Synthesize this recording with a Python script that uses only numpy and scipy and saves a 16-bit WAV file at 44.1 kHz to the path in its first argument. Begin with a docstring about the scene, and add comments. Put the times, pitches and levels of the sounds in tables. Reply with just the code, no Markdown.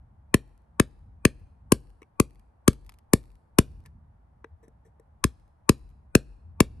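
"""A hammer taps a steel chisel on a stone nodule that lies in a hollow of a wooden plank, outdoors and close by.
Each blow is a short gritty crack of filtered noise, a brief steel ring and a falling thud swept by the plank.
Chips tick down as tiny noise bursts, and in a pause the chisel clinks and scrapes its way to a new spot.
The yard answers with dense decaying echoes; low air rumble flutters over a steady distant hush."""
import sys
import numpy as np
from scipy import signal
from scipy.fft import rfft, irfft
from scipy.io import wavfile
from scipy.ndimage import uniform_filter1d

SR = 44100
rng = np.random.default_rng(int(sys.argv[2]) if len(sys.argv) > 2 else 0)


def to_wav(sig):
    """Store sig (one row per channel, or 1-D mono) as 16-bit WAV at the path in sys.argv[1].

    Samples outside -1..1 are clipped; the rate is SR.
    """
    pcm = np.clip(np.atleast_2d(sig), -1, 1) * 32767
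    pcm = np.round(pcm).astype(np.int16)
    wavfile.write(sys.argv[1], SR, pcm.T)  # frames by channels


N = 299880  # length of the scene in samples

SIZE, LEAD = 16384, 256  # samples in one sound, and samples kept before its onset
HZ = np.maximum(np.fft.rfftfreq(SIZE, 1 / SR), 1)
AGE = np.arange(SIZE) / SR  # seconds since the onset
EDGES = np.interp(np.arange(SIZE), [0, LEAD / 2, .6 * SIZE, .85 * SIZE], [0, 1, 1, 0])
RIPPLE_HZ = 1800  # width over which a burst of fractures is evened out


def undb(db):
    """Decibels to gain."""
    return 10 ** (np.asarray(db) / 20)


def shape(points, hz):
    """Gain at hz of (freq_hz, level_db) points joined on a log-frequency axis."""
    at_hz, level_db = np.transpose(points)
    return undb(np.interp(np.log(np.maximum(hz, 1)), np.log(at_hz), level_db))


def bands(centres_hz, levels_db):
    """Smooth colour through a few band levels."""
    return shape(list(zip(centres_hz, levels_db)), HZ)


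def causal(gain):
    """Minimum-phase response with this gain: each peak rings on after the push."""
    cepstrum = irfft(np.log(gain))
    cepstrum[1:SIZE // 2] *= 2
    cepstrum[SIZE // 2 + 1:] = 0
    return np.exp(rfft(cepstrum))


def fade(t60_s):
    """Exponential decay that falls 60 dB in t60_s."""
    return np.exp(-np.log(1000) * AGE / t60_s)


def add(track, start_s, sound):
    """Mix a sound with soft edges into both channels, its onset at start_s."""
    start = int(start_s * SR) - LEAD
    part = (np.roll(sound, LEAD, axis=-1) * EDGES)[..., :N - start]
    track[:, start:start + part.shape[-1]] += part


def widen(mid, side, apart):
    """Left and right from a shared part and a side part; apart is the side share."""
    return np.array([mid + apart * side, mid - apart * side])


def noise(points, apart):
    """Steady stereo noise of unit level with the given colour."""
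    white = rng.standard_normal((2, N))
    mid, side = irfft(rfft(white) * shape(points, np.fft.rfftfreq(N, 1 / SR)), N)
    pair = widen(mid, side, apart)
    return pair / pair.std()


def crunch(contact_s, apart=0.21):
    """Stereo spectra of a burst of tiny fractures that swells and dies within a few contact times."""
    rise = 2 * AGE / contact_s
    shared, left, right = rfft(rng.standard_normal((3, SIZE)) * rise * np.exp(-rise))
    pair = shared + apart * np.array([left, right])
    # white overall; the narrower peaks that remain give every contact its own colour
    smooth_power = uniform_filter1d(abs(pair) ** 2, int(RIPPLE_HZ * SIZE / SR), axis=-1)
    return pair / np.sqrt(smooth_power)


def ring(modes, build_s, detune):
    """Modes build up as waves return from the ends; grip and seating shift them a little each time."""
    tones = np.zeros(SIZE)
    for hz, level_db, t60_s in modes:
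        shifted_hz = hz * (1 + detune * rng.standard_normal())
        tones += undb(level_db) * fade(t60_s) * np.sin(2 * np.pi * shifted_hz * AGE)
    return tones * (1 - np.exp(-AGE / build_s))


# swell of the low rumble of air on the microphone, before breeze_db and flutter: time_s, level_db
BREEZE = [(0, -56.5), (.6, -58), (1.45, -54), (2.1, -61), (3.55, -59.5), (3.78, -45), (4.2, -58),
          (5.6, -60), (6.301, -58.5), (6.8, -44)]
# colour of that rumble: freq_hz, level_db
RUMBLE_COLOUR = [(12, -46), (25, -18), (45, 0), (70, 4.5), (120, -6), (200, -13.5), (320, -30), (600, -47),
                 (3000, -100)]
# colour of the far hush: freq_hz, level_db
HUSH_COLOUR = [(100, -9.5), (250, 0), (450, -4), (850, 3), (1200, -6), (1800, -13.5), (2600, -24.5),
               (4000, -31), (7000, -36.5), (10500, -33), (13500, -45.5), (17000, -53)]
HUSH_DB = -70


def air(breeze_db=1.0, flutter_db=2.5, flutter_s=.12):
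    """Low rumble that swells and flutters over a steady far hush."""
    t = np.arange(N) / SR
    time_s, level_db = np.transpose(BREEZE)
    steps = rng.standard_normal(size=256)
    flutter = np.interp(t / flutter_s, np.arange(len(steps)), steps)
    gust = undb(breeze_db + np.interp(t, time_s, level_db) + flutter_db * flutter)
    return gust * noise(RUMBLE_COLOUR, apart=0.089) + undb(HUSH_DB) * noise(HUSH_COLOUR, apart=0.94)


# bending wave of the plank: freq_hz, level_db
THUD_COLOUR = [(20, -18.5), (42, -14.5), (58, -9.5), (80, -4), (120, -3), (205, -1), (320, -3), (440, -6),
               (560, -14), (720, -27), (1200, -44)]
# centres of the deep end, middle and top of the thud: freq_hz
THUD_BANDS_HZ = [80, 220, 520]
SEATED_HZ = 213  # thud pitch of a well seated stone
DEPTH_DB_PER_OCTAVE = 25  # a lower, slower thud also has more of a deep end


def thud(pitch_hz, depth_db, hardness_db, late_cycles=1.8, knee_hz=55):
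    """Bending waves run slower at low pitch, so the push becomes a fast falling sweep; a lower thud is longer."""
    stretch = SEATED_HZ / pitch_hz
    hz = HZ * stretch
    deep_end_db = depth_db + DEPTH_DB_PER_OCTAVE * np.log2(stretch)
    colour = shape(THUD_COLOUR, hz) * bands(THUD_BANDS_HZ, [deep_end_db, 0, hardness_db])
    # well above the knee every frequency arrives about the same number of its own periods late
    octave_like = np.log((hz + knee_hz) / (SEATED_HZ + knee_hz))
    travel = 1j * np.exp(-2j * np.pi * late_cycles * octave_like)
    return irfft(colour * travel) * np.sqrt(stretch)


SWAY_AFTER_S, SWAY_WIDTH_S = .17, .07


def sway(hz=46):
    """A deep, soft wobble that swells up after each blow."""
    swell = np.exp(-((AGE - SWAY_AFTER_S) / SWAY_WIDTH_S) ** 2)
    return swell * np.sin(2 * np.pi * (hz * AGE + rng.random()))


# hammer blows: start_s, force_db, pitch_hz of the thud, loose (0 seated to 1 loose stone),
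# clank_db of the steel, sizzle_db of crushed stone
BLOWS = [(0.3416, -1.6, 209.3, 0, -18, -22.5), (0.7977, -1, 214.2, 0.05, -18, -23.5),
         (1.2512, -.5, 211, 0, -16.5, -21.5), (1.72, 0, 230.4, 0.03, -22.5, -18.5),
         (2.1988, -1.5, 217.7, 0, -25, -22), (2.6788, 1.1, 204, 0.05, -22.5, -20.5),
         (3.1338, 0, 214.2, 0, -24.5, -17.5), (3.5856, 0.98, 204.5, 0, -20, -19),
         (5.24, 0, 179.7, 0.99, -24, -23.5), (5.6921, 1.47, 205.9, 0.14, -22.5, -21.5),
         (6.1512, 1.32, 215.6, 0, -18.5, -22), (6.6035, 0.47, 214.2, 0, -19, -22)]
# centres of knock, clank, crack and sizzle: freq_hz
BLOW_BANDS_HZ = [1100, 2200, 5500, 10500]
# steel on stone: freq_hz, level_db
CRACK_COLOUR = [(500, -17), (720, -12.5), (880, -13), (1050, -1.5), (1350, -8), (1720, -4), (2100, -11),
                (2440, -2.5), (3200, -14), (5200, -16), (8100, -10.5), (9900, -9), (11800, -13),
                (13400, -32.5), (16000, -44)]
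# modes of the hand-held chisel, before detuning and the clank level: freq_hz, level_db, t60_s
CHISEL_MODES = [(2190, -39, .08), (2450, -38, .09), (2490, -38.5, .10), (2560, -38.5, 0.098),
                (4270, -46.5, .10), (3900, -43, .11), (4550, -45.5, .10)]
# plank modes, before detuning and the thud level: freq_hz, level_db, t60_s
PLANK_MODES = [(57.4, -20, 0.37), (131, -25, 0.34), (245, -33.5, 0.25), (309, -24.5, 0.12),
               (449, -29, 0.17)]
# parts of a blow at 0 dB force; knock, crack and sway then grow by so many dB per dB of force
THUD_DB, KNOCK_DB, CRACK_DB, SWAY_DB = -14.5, -20.5, -20, -47.5
KNOCK_GROWTH, CRACK_GROWTH, SWAY_GROWTH = 0.81, 1.9, 2.5
DEPTH_DB, HARDNESS_DB = -2.2, -1.46  # deep end and top of the thud of a well seated stone
# a fully loose stone travels before it meets the plank: the thud comes late and weaker,
# it knocks less and rocks in its hollow
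LOOSE_LAG_S, LOOSE_THUD_DB, LOOSE_KNOCK_DB = 0.0047, -8, -3
LOOSE_DEPTH_DB, LOOSE_HARDNESS_DB = -3, 1.5
ROCK_HZ, ROCK_DB, ROCK_T60_S = 66.4, -15, .11
CRUSH_S = 0.0022  # time the tip takes to bite


def blows(crack_gain_db=43.5, thud_gain_db=52.0, steel_db=-3.5):
    """The chisel crushes stone and rings, the nodule drives the plank; force and seating set the balance."""
    out = np.zeros((2, N))
    for start_s, force_db, pitch_hz, loose, clank_db, sizzle_db in BLOWS:
        knock_db = KNOCK_DB + KNOCK_GROWTH * force_db + LOOSE_KNOCK_DB * loose
        crack_db = CRACK_DB + CRACK_GROWTH * force_db
        colour = shape(CRACK_COLOUR, HZ) * bands(BLOW_BANDS_HZ, [knock_db, clank_db, crack_db, sizzle_db])
        crack = undb(crack_gain_db) * irfft(crunch(CRUSH_S) * causal(colour))
        steel = undb(steel_db + clank_db) * ring(CHISEL_MODES, build_s=.001, detune=0.04)
        add(out, start_s, crack + steel)

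        bend = thud(pitch_hz, DEPTH_DB + LOOSE_DEPTH_DB * loose, HARDNESS_DB + LOOSE_HARDNESS_DB * loose)
        wood = undb(thud_gain_db) * bend + ring(PLANK_MODES, build_s=0.0017, detune=0.03)
        wobble = undb(SWAY_DB + SWAY_GROWTH * force_db) * sway()
        low = undb(THUD_DB + force_db) * wood + wobble
        rock = loose * ring([(ROCK_HZ, ROCK_DB, ROCK_T60_S)], build_s=0.0046, detune=0)
        add(out, start_s + LOOSE_LAG_S * loose, undb(LOOSE_THUD_DB * loose) * low - rock)
    return out


def echo(dry, colour, t60_s, build_s, apart):
    """Dense reflections of one colour that build up and die away."""
    mid, side = rng.standard_normal((2, SIZE)) * fade(t60_s) * (1 - np.exp(-AGE / build_s))
    pair = widen(mid, side, apart)
    unit = pair / np.sqrt(np.sum(pair ** 2) / 2)
    response = irfft(rfft(unit) * causal(shape(colour, HZ)))
    return signal.fftconvolve(dry, response, axes=-1)[:, :N]


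# quick echo of the yard: freq_hz, level_db
YARD_COLOUR = [(60, -25), (300, -19), (600, -17), (1100, -24), (2500, -22.5), (4400, -16), (7000, -24.5),
               (11500, -27), (14000, -37.5)]
# late echo from further walls: freq_hz, level_db
WALLS_COLOUR = [(100, -40.5), (450, -39), (1200, -47), (2500, -45), (3400, -44), (4400, -39), (7000, -50),
                (11000, -48.5), (14000, -69.5)]


def yard(dry):
    """Quick echoes from ground and bricks, then a faint longer tail from further walls."""
    near = echo(dry, YARD_COLOUR, t60_s=0.12, build_s=0.0017, apart=0.043)
    far = echo(dry, WALLS_COLOUR, t60_s=.7, build_s=0.056, apart=.6)
    return near + far


# the larger falling chips, before gain_db: start_s, level_db
CHIPS = [(2.395, -33), (2.731, -15), (2.864, -27), (2.8935, -12), (2.921, -26.5), (2.940, -26.5),
         (2.987, -26), (3.86, -17.5)]
# small stone flakes: freq_hz, level_db
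FLAKE_COLOUR = [(200, -37.5), (500, -18.5), (1000, -5), (1600, -8.5), (2400, -3.5), (3300, -9.5),
                (4400, -8.5), (7000, -13), (11300, -7), (13000, -17), (16000, -45.5)]
CHIP_CONTACT_S = .0011
BOUNCE_S, BOUNCE_DB = .004, -8.5  # each larger chip tips over and ticks once more
DUST_SPREAD = .65  # scatter of the grains' flight times, in natural-log units


def chips(gain_db=-2, dust_db=-41, scatter_db=3.0, flight_s=0.078, shed=0.62, tilt_db=4, count=12):
    """Flakes land and bounce; blows that bite into the stone rather than clank shed louder faint grains."""
    out = np.zeros((2, N))
    flake = causal(shape(FLAKE_COLOUR, HZ))
    ticks = list(CHIPS) + [(start_s + BOUNCE_S, level_db + BOUNCE_DB) for start_s, level_db in CHIPS]
    for blow_s, *_, clank_db, sizzle_db in BLOWS:
        bite_db = dust_db + shed * (sizzle_db - clank_db)
        for late, size in rng.standard_normal((count, 2)):
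            ticks.append((blow_s + flight_s * np.exp(DUST_SPREAD * late), bite_db + scatter_db * size))
    for start_s, level_db in ticks:
        # each tick leans at random to bright or dull
        tilt = undb(tilt_db * rng.standard_normal() * np.tanh(np.log(HZ / 5000)))
        tick = irfft(crunch(CHIP_CONTACT_S) * flake * tilt)
        if start_s < N / SR:
            add(out, start_s, undb(gain_db + level_db) * tick)
    return out


# soft low bumps between blows, timed at the middle of the swell: centre_s, level_db
BUMPS = [(1.144, -48), (1.435, -42), (4.541, -44), (6.461, -43), (6.509, -42)]


def bumps(hz=80, width_s=0.022):
    """Short, dull swells: a few cycles of a low sine under a bell-shaped envelope."""
    out = np.zeros((2, N))
    envelope = np.exp(-((AGE - 2 * width_s) / width_s) ** 2)
    swell = envelope * np.sin(2 * np.pi * hz * AGE)
    for centre_s, level_db in BUMPS:
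        add(out, centre_s - 2 * width_s, undb(level_db) * swell)
    return out


# chisel tip placed or dragged on the stone: start_s, body_db, clink_db, pitch_hz of the clink, contact_s
TOUCHES = [(2.018, -3, -7.5, 2130, .0025), (2.029, -15, -7, 2330, .0018), (3.851, -19.5, -11, 1750, 0.012),
           (4.444, 3, 6.5, 1680, 0.00166), (4.626, -5.5, -21.5, 1780, 0.019),
           (4.680, -1, -27.5, 1780, .003), (4.848, -11.5, -26.5, 1810, 0.02),
           (4.997, -5.5, -30, 1786, .003)]
# centres of body, clink and grit: freq_hz
TOUCH_BANDS_HZ = [450, 1900, 8000]
# resonances of the lightly touched stone: freq_hz, width_hz, level_db
CLINK_RESONANCES = [(355, 150, -5.5), (456, 38, 0.5), (990, 220, -10), (3400, 150, -16), (3820, 130, -13.5),
                    (5940, 370, -7.5), (7800, 700, -6.5), (10780, 610, -6)]
TIP_WIDTH_HZ, TIP_DB = 180, -0.5  # resonance of the tip where it rests
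TOUCH_GRIT_DB = -29.5  # treble of every light contact


def touches(soft_hz=12000, order=12):
    """The tip clinks and scrapes as it seeks a new hold; such light contacts lack the highest treble."""
    out = np.zeros((2, N))
    for start_s, body_db, clink_db, tip_hz, contact_s in TOUCHES:
        resonances = list(CLINK_RESONANCES) + [(tip_hz, TIP_WIDTH_HZ, TIP_DB)]
        stone = 0
        for hz, width_hz, level_db in resonances:
            stone = stone + undb(level_db) / (1 + 1j * (HZ ** 2 - hz ** 2) / (HZ * width_hz))
        softening = 1 + (HZ / soft_hz) ** order
        colour = bands(TOUCH_BANDS_HZ, [body_db, clink_db, TOUCH_GRIT_DB]) / softening
        add(out, start_s, irfft(crunch(contact_s) * causal(colour) * stone))
    return out


# the two microphone ports: freq_hz, lean_db (left minus right), lead_rad (left ahead of right)
PORTS = [(60, 3, 0.48), (560, 4, 0.33), (730, 0.5, 0.57), (907, 12, -2), (1130, 11.5, -0.82),
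         (1480, 3.5, -2.04), (2430, 1, 1.54), (3300, 0, 1.51), (6700, 3, 1.15), (8370, -0.5, 1.83),
         (10340, -1, -4.5), (12200, -1, -5.4), (14800, -1, -10)]


def scene():
    """The work reaches the two ports with different strength and delay; echoes and air surround both."""
    work = blows() + touches() + chips() + bumps()
    hz = np.fft.rfftfreq(N, 1 / SR)
    at_hz, lean_db, lead_rad = np.transpose(PORTS)
    lean = undb(np.interp(hz, at_hz, lean_db) / 2)  # half the lean on each side
    lead = np.exp(1j * np.interp(hz, at_hz, lead_rad))
    direct = irfft(rfft(work) * np.array([lean * lead, 1 / lean]), N)
    return direct + yard(work) + air()


TOP_HZ = 16500


def record(dry, ceiling=0.92, order=6):
    """Soft saturation rounds the highest peaks, then a steep low-pass cuts the top."""
    rounded = dry / (1 + abs(dry / ceiling) ** order) ** (1 / order)
    low_pass = signal.ellip(8, .2, 70, TOP_HZ, fs=SR, output="sos")
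    return signal.sosfilt(low_pass, rounded)


dry = scene()
out = record(dry)
to_wav(out)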